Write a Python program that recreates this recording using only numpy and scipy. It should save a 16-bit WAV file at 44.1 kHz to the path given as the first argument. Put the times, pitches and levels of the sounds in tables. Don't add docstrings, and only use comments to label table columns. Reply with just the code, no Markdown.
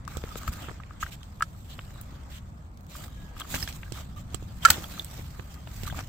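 import sys
import numpy as np
from scipy import signal
from scipy.fft import rfft, irfft
from scipy.io import wavfile
from scipy.ndimage import uniform_filter1d

SR = 44100
rng = np.random.default_rng(int(sys.argv[2]) if len(sys.argv) > 2 else 0)


def inscribe(sig):
    pcm = np.round(np.clip(np.atleast_2d(sig).T, -1, 1) * 32767)
    wavfile.write(sys.argv[1], SR, pcm.astype(np.int16))


def makeup_ratio(level_db):
    decades = np.asarray(level_db, float) / 20
    return 10 ** decades


N = 268436


def evened(x):
    return x / np.sqrt(np.mean(x ** 2) + 1e-20)


def read(points, hz):
    f, value = np.transpose(points)
    return np.interp(np.log(hz + 1), np.log(f + 1), value)


def add(mix, s, db, pan_db, sound):
    part = mix[:, round(s * SR):][:, :sound.shape[1]]
    side_db = np.array([[0.5], [-0.5]]) * np.clip(pan_db, -14, 14)
    placed = sound / abs(sound).max() * makeup_ratio(db + side_db)
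    part += placed[:, :part.shape[1]]


def band(x, lo_hz, hi_hz):
    edges_hz = [lo_hz, min(hi_hz, SR / 2.1)]
    return signal.sosfilt(signal.butter(3, edges_hz, "bandpass", fs=SR, output="sos"), x)


def noise(spectrum, same, patchy_db, size=512):
    frames = N // (size // 4) + 5
    hz = np.fft.rfftfreq(size, 1 / SR)
    a, b, c, d, patches = rng.standard_normal((frames, len(hz), 5)).T
    patches = uniform_filter1d(patches, size=6, axis=0)
    patches = evened(uniform_filter1d(patches, size=12, axis=1))
    same = np.clip(same(hz), -1, 1)[:, None]
    left = a + 1j * b
    right = same * left + np.sqrt(1 - same ** 2) * (c + 1j * d)
    z = np.array([left, right]) * makeup_ratio(read(spectrum, hz)[:, None] + patchy_db * patches)
    return evened(signal.istft(z, nperseg=size, noverlap=size * 3 // 4)[1][:, :N])


# (frequency [Hz], density [dB/Hz])
TRAFFIC_SPECTRUM = [(8.8, -32), (15, -33.5), (53, 7.5), (90, 0.5), (198, -7.5), (423, -24.5), (602, -21.5),
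                    (1220, -24), (3390, -51.5), (7480, -61), (8410, -39.5), (9460, -79), (11600, -72),
                    (15100, -65), (16500, -69)]
# (frequency [Hz], correlation [-1..1])
TRAFFIC_LIKENESS = [(60, 0.97), (180, 0.94), (550, 0.43), (1650, -0.88), (4970, -0.36), (15000, -0.28)]
# (time [s], level [dB])
RUMBLE_SWELL = [(0, -43), (.8, -43.5), (.95, -46.5), (1.3, -45), (2.4, -43), (2.85, -47), (3.2, -41.5),
                (3.4, -48), (3.7, -42), (4.6, -41), (4.9, -44), (6.08, -44)]
# (time [s], rise [dB], reach [s])
HAND_BUMPS = [(.493, 6, .05), (1.03, 1.5, 0.058), (3.36, 6, 0.043), (3.56, 5.5, 0.11), (4.7, 3, 0.059),
              (5.26, 4.5, 0.12), (5.89, 8.5, 0.23)]


def traffic():
    haze = makeup_ratio(-43.5) * noise(TRAFFIC_SPECTRUM, lambda hz: read(TRAFFIC_LIKENESS, hz), patchy_db=1.0, size=2048)
    low = signal.sosfiltfilt(signal.butter(2, 230, fs=SR, output="sos"), haze)
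    steady = low / np.sqrt(uniform_filter1d((low ** 2).mean(0), size=4000))
    t = np.arange(N) / SR
    s, db = np.transpose(RUMBLE_SWELL)
    swell_db = np.interp(t, s, db) + 3.0
    for at, rise_db, reach_s in HAND_BUMPS:
        swell_db += rise_db * np.maximum(1 - abs(t - at) / reach_s, 0)
    return haze - low + evened(steady) * makeup_ratio(swell_db)


# (time [s], hiss level [dB], lightness [dB])
CREEP = [(.05, -69.5, -5), (.12, -58, 0), (.62, -53, -2.5), (.82, -66.5, -4), (1.62, -65, 4),
         (1.85, -61.5, 0.5), (2.22, -64.5, -3.5), (2.75, -73.5, 1), (3.34, -64.5, -2.5), (3.58, -48, 2.5),
         (3.8, -60.5, 1), (4.2, -67, -1), (4.58, -61.5, 1), (4.78, -47, -2), (4.9, -56, 3.5),
         (5.62, -63, -0.5), (5.8, -52.5, 2), (6.08, -59, -0.5)]
# (time [s], length [s], hiss level [dB], body over hiss [dB], colour [Hz])
STROKES = [(0.08, 0.11, -59.5, 9, 2460), (1.002, 0.041, -49.5, -6, 2320), (1.032, 0.078, -58, 4, 2430),
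           (1.107, 0.052, -54, -10, 2540), (3.038, 0.31, -68.5, -2, 3160), (1.685, 0.069, -57.5, -1, 3500),
           (2.283, 0.12, -57.5, -3, 2980), (2.88, 0.11, -58, 0, 3520), (3.362, 0.025, -56, -1, 3100),
           (3.389, 0.024, -50, 0, 3170), (3.538, 0.032, -43, 3.5, 3150), (3.675, 0.037, -49, -3, 2400),
           (3.921, 0.12, -53, 3.5, 3400), (4.161, 0.061, -59.5, 3.5, 2720), (4.312, 0.042, -62, 7.5, 3300),
           (4.625, 0.037, -46.5, 3, 2720), (4.664, 0.062, -39.5, -1, 2370), (4.705, 0.054, -44, 4.5, 3100),
           (4.876, .17, -52, 4.5, 3770), (5.953, 0.064, -51, 9, 2411)]
# (time [s], length [s], hiss level [dB], body over hiss [dB], colour [Hz])
SLIDES = [(0.371, .018, -47, -3, 7060), (0.476, 0.019, -50, -4, 6830), (0.524, 0.014, -50, -16, 8000),
          (2.917, 0.18, -55, 2.5, 8000), (3.489, 0.095, -44.5, -2, 8200), (3.581, 0.076, -47, -3, 5300),
          (3.736, 0.039, -57, 2, 7500), (5.078, 0.16, -57.5, 5, 5530), (5.482, 0.081, -62.5, -11, 6500),
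          (5.864, 0.024, -47, -17, 8100)]
# (frequency [Hz], density [dB/Hz])
HISS_SPECTRUM = [(1060, -12), (1900, -4.5), (2640, -3), (3390, -0.5), (5800, -6), (7710, -2.5), (9500, -15),
                 (12400, -52.5)]
# (frequency [Hz], density [dB/Hz])
TOP_SPECTRUM = [(5290, -34.5), (9000, 2), (9470, -7), (11400, -4.5), (15200, 0.5), (16200, -22),
                (16500, -25.5)]
# (frequency [Hz], density [dB/Hz])
BODY_SPECTRUM = [(150, -47), (250, 1.5), (433, -12.5), (575, -4), (1050, -9.5), (1220, -5.5), (2600, -16.5),
                 (3600, -59)]


def rubbing():
    t = np.arange(N) / SR
    s, hiss_db, light_db = np.transpose(CREEP)
    middle_db = -59.5
    creep_db = np.interp(t, s, hiss_db) - middle_db
    light_db = np.interp(t, s, light_db)
    levels_db = [middle_db + creep_db, -67.5 + 1.2 * creep_db + light_db, -54.5 + 0.83 * creep_db - light_db]
    power = makeup_ratio(np.array(levels_db)) ** 2
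    coloured = np.zeros((2, N))
    strokes = [(*row, -7.5) for row in STROKES] + [(*row, -4.5) for row in SLIDES]
    for start, length, hiss_db, weight_db, hz, top_db in strokes:
        db = np.array([hiss_db, hiss_db + top_db, hiss_db + weight_db])
        at = slice(round((start - 0.008) * SR), round((start + length + 0.0088) * SR))
        shape = signal.windows.tukey(len(t[at]), 0.7)
        power[:, at] += makeup_ratio(db + 1.0)[:, None] ** 2 * shape ** 2
        resonance = evened(band(rng.standard_normal((2, N // 8)), hz / 1.13, hz * 1.163))
        coloured[:, at] += makeup_ratio(hiss_db - 4.0) * shape * resonance[:, :len(shape)]
    hiss, top, body = np.sqrt(power)

    slips = uniform_filter1d(rng.standard_normal(N), size=300)
    slips = evened(uniform_filter1d(slips, size=150))
    grains = evened(uniform_filter1d(rng.standard_normal(N), size=25))
    rough = makeup_ratio(1.4 * slips + 1.5 * grains)

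    catch_db = 6.5 * np.minimum(rng.exponential(1, N), 2)
    catches = (rng.random(N) < 170 / SR) * makeup_ratio(catch_db) * body
    shell = knock(-59, 1202, [0, 0.22, -0.59, 0.57])[:, :900]
    creak = makeup_ratio(-5.5) * signal.oaconvolve(catches[None], shell, axes=1)[:, :N]
    rough = rough * (1 + 0.22 * signal.lfilter([1], [1, -0.97], catches / body))

    hiss = makeup_ratio(2.0) * hiss * rough * noise(HISS_SPECTRUM, lambda hz: 0 * hz, patchy_db=2.5)
    hiss = hiss * makeup_ratio([[-1.2], [1.2]])
    top = makeup_ratio(4.0) * top * rough * noise(TOP_SPECTRUM, lambda hz: 0 * hz, patchy_db=1.5)
    top = top * makeup_ratio([[-4.5], [4.5]])
    body = body * makeup_ratio(0.89 * slips - 1.0) * noise(BODY_SPECTRUM, lambda hz: 0.45 + 0 * hz, patchy_db=2.5)
    return hiss + top + body + coloured * rough + creak


# (time [s], length [s], pitch [Hz], level [dB])
SQUEAKS = [(3.05, .36, 1660, -62), (3.04, .26, 3800, -68), (2.94, .09, 610, -58), (5.43, .2, 1230, -62),
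           (5.44, .24, 3200, -64), (.298, .036, 1260, -46), (3.02, .28, 3150, -68), (5.9, .022, 3250, -46),
           (1.43, .6, 7600, -66), (4.158, .04, 1200, -50), (1.92, .11, 3900, -62), (3.855, .025, 1600, -54),
           (4.738, .018, 1900, -42), (.54, .1, 1250, -55), (4.68, .02, 6300, -42)]


def squeaks():
    out = np.zeros((2, N))
    for s, length, hz, db in SQUEAKS:
        spread = 1 + 0.0014 / length + hz / 2.5e5
        raw = rng.standard_normal((2, round((length + 0.1) * SR)))
        fuzz = band(raw, hz / spread, hz * spread)[:, -round(length * SR):]
        add(out, s, db + 9, 0, fuzz * signal.windows.tukey(fuzz.shape[1], 0.6))
    return out


# (time [s], length [s], low edge [Hz], high edge [Hz], level [dB])
SCRAPES = [(0.582, 0.14, 2500, 3420, -51.5), (1.688, .07, 2830, 4450, -52), (2.292, .12, 1520, 3800, -54.5),
           (4.62, 0.023, 2900, 3500, -42), (4.734, .016, 3000, 4000, -41), (1.194, 0.058, 3200, 3800, -64),
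           (5.865, 0.022, 3300, 4300, -50)]


def scrapes():
    out = np.zeros((2, N))
    for s, length, lo_hz, hi_hz, db in SCRAPES:
        burst_db = 2.4 * rng.exponential(1, SR // 4) * (rng.random(SR // 4) < 0.05)
        slips = rng.standard_normal((2, SR // 4)) * makeup_ratio(burst_db)
        part = evened(band(slips, lo_hz, hi_hz))[:, -round(length * SR):]
        shape = signal.windows.tukey(part.shape[1], 0.7)
        out[:, round(s * SR):][:, :part.shape[1]] += makeup_ratio(db) * part * shape
    return out


# (time [s], peak [dB], pitch [Hz], direction [+1/-1])
SHOVES = [(.173, -27, 70, 1), (.4855, -21, 66, -1), (1.034, -27.5, 60.5, -1), (3.544, -25, 70, 1),
          (3.628, -28, 70, -1), (3.556, -28, 55, 1), (4.706, -22.5, 81.4, 1)]


def shoves():
    out = np.zeros((2, N))
    for s, db, hz, direction in SHOVES:
        turns = np.arange(round(1.3 * SR / hz)) * hz / SR
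        fade = np.clip(6 * turns, 0, 1) * np.clip(4 * (turns[-1] - turns), 0, 1)
        swing = direction * np.sin(2 * np.pi * turns) * np.exp(-0.6 * turns) * fade
        add(out, s, db, 0, np.tile(swing, (2, 1)))
    return out


def seat(x):
    t = np.arange(3500) / SR
    tail = rng.standard_normal((2, len(t))) * makeup_ratio(-60 * t / 0.041) * (t > 0.0015)
    return signal.fftconvolve(x, tail / np.linalg.norm(tail[0]), axes=1)[:, :N]


# (time [s], peak [dB], pitch [Hz], left over right [dB])
THUDS = [(0.169, -30.5, 483, -16), (0.238, -26, 446, 5), (0.357, -28, 468, 5), (0.685, -33, 280, -3),
         (0.711, -37, 388, 9), (1.786, -40.5, 590, -12), (3.542, -28, 573, 1), (3.624, -41, 280, 0),
         (3.92, -34, 292, -17), (4.3444, -31, 276, -16.0), (4.425, -34.5, 276, -5), (4.701, -21, 834, 3.5),
         (4.782, -31.5, 283, 2), (5.193, -36.5, 285, 2), (5.394, -37, 329, -14), (5.672, -38.5, 650, 8),
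         (5.833, -35, 364, -20.5), (5.926, -33, 704, 11), (5.989, -32.5, 690, 0)]


def thuds():
    out = np.zeros((2, N))
    t = np.arange(2500) / SR
    push = 1.12 * np.sin(2 * np.pi * 130 * t) * np.exp(-t / 0.0036)
    for s, db, hz, pan_db in THUDS:
        turns = hz * (t + 0.00074 * (1 - np.exp(-t / 0.00028)))
        blow = np.sin(2 * np.pi * turns) * np.exp(-t / 0.0023) + push
        add(out, s, db + 5.0, pan_db, np.tile(-blow * (1 - np.exp(-t / 0.00063)), (2, 1)))
    return out


# (time [s], peak [dB], left over right [dB], upper edge [Hz])
SNAPS = [(.1052, -45, -5, 3500), (.2174, -46, 2, 3500), (0.238, -29.5, -2, 4220), (0.2902, -37, -2, 3600),
         (0.3556, -33, 0, 3800), (.477, -30.5, 7, 2800), (.686, -33, -5, 2500), (.694, -33, -8, 2400),
         (.714, -38, 0, 2200), (.835, -38.5, -8, 3360), (1.791, -29, -1.5, 3360), (3.542, -29, 0, 2600),
         (3.6756, -34.5, 3, 3800), (3.69, -35, 2, 3300), (3.832, -33.5, 5, 3400), (4.346, -39, -16, 2350),
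         (5.196, -36.5, 2, 3400), (5.396, -32.5, -5, 3360), (5.674, -34.5, -4, 3360), (5.925, -39, 0, 4500),
         (5.966, -38, -2, 3000), (5.9905, -29.5, -1, 3600), (1.812, -46, 0, 4500), (1.905, -46, 0, 2600),
         (5.212, -43, 0, 3000), (5.244, -44, 0, 3500), (3.975, -40, 0, 1500), (3.558, -30, 0, 2300)]


def snaps():
    out = np.zeros((2, N))
    t = np.arange(800) / SR
    for s, db, pan_db, edge_hz in SNAPS:
        push = (t == 0) + 0.39 * rng.standard_normal((2, len(t))) * np.exp(-t / 0.002)
        add(out, s, db + 3.0, pan_db, band(band(push, 470, edge_hz), 300, edge_hz * 1.04))
    return out


def tick(top_db, hz, ring, ring_s):
    t = np.arange(1500) / SR
    hiss = rng.standard_normal((3, len(t)))
    decay = np.exp(-t / 0.00087) + 0.06 * np.exp(-t / 0.011)
    crack = (0.29 * hiss[:1] + hiss[1:]) * decay * (1 - np.exp(-t / 0.0008))
    low = band(crack, 1370, 10100)
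    top = band(crack, 8600, 18500) * makeup_ratio([[-3], [3]])
    tone = np.sin(2 * np.pi * hz * t + np.array([[0], [1.6]]))
    tone = tone * np.exp(-t / ring_s) * (1 - np.exp(-t / 0.00022))
    ring = np.clip(ring, 0, 1)
    return (1 - ring) * low / abs(low).max() + ring * tone + makeup_ratio(top_db) * top / abs(top).max()


# (time [s], peak [dB], top octave over peak [dB], left over right [dB])
EDGE_TICKS = [(.051, -46.5, -15, -2), (0.0776, -34.5, -2, -2), (.3554, -44, -11, 4), (0.4785, -33.5, 4, 13),
              (1.4226, -23, -12, -5.5), (2.773, -52, -1, -2), (3.08, -47, 5, -3), (3.217, -53, 4, 0),
              (3.5465, -22, -1, -2), (3.5616, -32, -10, 6), (3.726, -37.5, -20, 0), (3.922, -33, -9, -11.5),
              (4.161, -52, 0, -3), (4.428, -49, -12, 0), (5.542, -43, -1, 3), (5.834, -34, -3, -11),
              (5.9903, -36, -20, 2), (2.808, -52, 0, -5.5), (2.8661, -50, 2, -3)]
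# (time [s], peak [dB], top octave over peak [dB], ring [Hz], left over right [dB])
LATCH_PINGS = [(1.3987, -49, 0, 2800, -7), (2.0124, -32, 14, 7200, 1), (3.4, -32, 2, 3250, 2),
               (3.416, -34, -22, 3210, 3), (3.6268, -31, -21, 5260, -11), (3.676, -36, -16, 3300, -.5),
               (4.842, -36.5, -19, 3300, -1), (4.996, -28, -26, 3560, -5), (5.0458, -29.5, -1, 8140, -3)]
# (time [s], peak [dB], top octave over peak [dB], ring [Hz], left over right [dB])
LANDING = [(4.6506, -12, -11.5, 2260, -10), (4.6526, -17, -8, 3080, -3), (4.655, -15, -19, 7600, -1),
           (4.703, -13, 0, 3240, -3), (4.7025, -5.5, -1.5, 7970, 3.5), (4.704, -8.5, 1, 4390, -2.5),
           (4.7053, -14, 8, 7540, 7.5)]
# (time [s], peak [dB], top octave over peak [dB], edge colour [Hz], left over right [dB])
CLACKS = [(.17, -35.5, -7, 7600, -10), (.1706, -37, -25, 3400, -7), (.432, -43, -15, 8000, 10),
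          (0.465, -48, -20, 3770, 5), (.529, -41, -10, 5200, 2), (1.231, -43, -25, 3200, -8),
          (1.241, -52, -6, 7000, 0), (4.346, -29.5, -12, 7530, -19), (4.3446, -33, -27, 3200, -13),
          (3.736, -45, -8, 6500, -1), (3.399, -35, -8, 8000, 0), (3.676, -37, -20, 5330, 0),
          (2.832, -59, -2, 7000, -4), (2.894, -53, 4, 8000, -6), (2.905, -56, 4, 8000, -6),
          (2.9614, -42, 2, 7900, -6), (3.101, -57, 7, 8000, -6), (3.1365, -62, 5, 8000, -4),
          (3.23, -58, 2, 8200, -4), (3.29, -62, 6, 8000, -4), (2.383, -48, -25, 3100, 0),
          (3.945, -42, -25, 3300, 0), (5.112, -46, -10, 8000, 0), (5.178, -47, -25, 5500, 0),
          (3.566, -36, -15, 6800, 0)]


def ticks():
    out = np.zeros((2, N))
    hits = [(s, db, top_db, 2710, pan_db, 0.13, 0.0024) for s, db, top_db, pan_db in EDGE_TICKS]
    hits += [(*row, 0.39 - 0.1 * row[2], 0.0024) for row in LATCH_PINGS]
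    hits += [(*row, 0.38, 0.0025) for row in LANDING]
    hits += [(*row, 0.57, 0.0012) for row in CLACKS]
    for s, db, top_db, hz, pan_db, ring, ring_s in hits:
        add(out, s, db + 7.0, pan_db, tick(top_db, hz, ring, ring_s))
    return out


# (pitch ratio, level [dB], t60 [s])
SHELL_MODES = [(1, -0.5, 0.013), (1.23, -7, 0.014), (1.65, -16.5, 0.0085), (2.27, -25.5, 0.022)]


def knock(db, hz, chance):
    t = np.arange(3000) / SR
    modes = np.zeros((2, len(t)))
    for k, (ratio, mode_db, t60) in enumerate(SHELL_MODES):
        phase = np.array([[0], [k * 1.6 * chance[k]]])
        pitch_hz = hz * ratio * (1 + 0.015 * chance[k] * (k > 0))
        t60_s = t60 * (1 + 2.24 * makeup_ratio(db))
        modes += makeup_ratio(mode_db - 60 * t / t60_s) * np.sin(2 * np.pi * pitch_hz * t + phase)
    return modes * (1 - np.exp(-t / 0.0011))


# (time [s], peak [dB], shell
# pitch [Hz], left over right [dB])
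SHELL_KNOCKS = [(0.0773, -28.5, 1190, 10.5), (0.151, -38, 1270, -2), (0.161, -37, 1220, 7),
                (0.177, -37, 1310, 0), (.219, -45, 1350, 2), (.254, -41, 1400, 0),
                (0.2752, -36.5, 1290, 8), (0.355, -33, 1280, 8), (0.4324, -33.5, 1200, 7),
                (0.4778, -22, 1275, 7), (0.484, -33, 1290, 5), (0.528, -36, 1250, 7),
                (.642, -37, 1400, 3), (1.215, -45, 1200, 0), (0.6837, -35, 1290, 1),
                (0.801, -34, 1235, -2), (0.908, -36.5, 1240, 5), (1.0279, -19.5, 1264, -4),
                (1.0328, -27, 1530, 16), (1.064, -30, 1520, 7), (1.4077, -20.5, 1280, 3),
                (1.4227, -11, 1336, 0), (1.959, -42.5, 1170, 5), (1.549, -46, 1250, 0),
                (2.9525, -32.5, 1200, 2), (3.366, -36, 1240, 5), (3.4065, -28.5, 1230, 8),
                  (3.4174, -29, 1240, -2), (3.4506, -39, 1150, 9), (3.4455, -41, 1300, 5),
                  (5.933, -39, 800, 5), (4.7665, -36, 900, 0), (3.541, -24, 1620, 0),
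                  (3.556, -31, 1700, 0.0), (3.578, -35, 1250, 0), (3.399, -38, 1250, 0),
                  (3.626, -32, 1810, 11), (3.6758, -29.5, 1660, 1), (3.831, -35.5, 1585, 2),
                  (3.9847, -36, 1190, -0.5), (4.344, -38.5, 1190, -15.5), (4.6499, -2.5, 1355, 3.5),
                  (4.65433, -4, 1355, -3), (4.65876, -10.5, 1355, -5), (4.66171, -19, 1355, -3),
                  (4.688, -23, 1280, -5), (4.673, -22, 1500, -1), (4.6833, -19.5, 1264, -10),
                  (4.7048, -13, 1480, 3), (4.841, -33, 1320, -3), (4.9776, -34, 1260, 6),
                  (5.854, -38, 1430, -2), (5.8692, -36, 1310, -2), (5.8758, -30.5, 1225, -5),
                  (5.8792, -32.5, 1225, -7), (5.899, -30.5, 1570, 2), (5.945, -33.5, 1180, -3),
                  (5.989, -39, 1490, -9), (3.008, -40, 1250, 0), (3.081, -42, 1230, 0),
                  (3.879, -42, 1600, 0), (3.959, -42, 1300, 0), (5.131, -42, 850, 0), (4.937, -42, 1100, 0)]


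def knocks():
    out = np.zeros((2, N))
    for s, db, hz, pan_db in SHELL_KNOCKS:
        add(out, s, db, pan_db, knock(db, hz, rng.standard_normal(4)))
    return out


def scene():
    background = traffic() + rubbing() + squeaks() + scrapes() + shoves()
    hits = thuds() + snaps() + ticks() + knocks()
    return background + hits + makeup_ratio(-15) * seat(hits)


def roll_off(x):
    return signal.sosfilt(signal.butter(12, 16680, fs=SR, output="sos"), x)


# (frequency [Hz], gain [dB])
PORT_NOTCH = [(100, -2), (8400, 0.5), (9000, -12), (9600, -15), (10100, -9), (10600, -0.5)]


def record(dry):
    port_gain = makeup_ratio(read(PORT_NOTCH, np.fft.rfftfreq(N, 1 / SR)))
    clipped = np.clip(irfft(rfft(dry) * port_gain, N), -1, 1)
    edge = signal.firwin(301, 16200, window=("kaiser", 8), fs=SR)
    mix = signal.oaconvolve(clipped, edge[None], "same")
    return roll_off(mix)


dry = scene()
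out = record(dry)
inscribe(out)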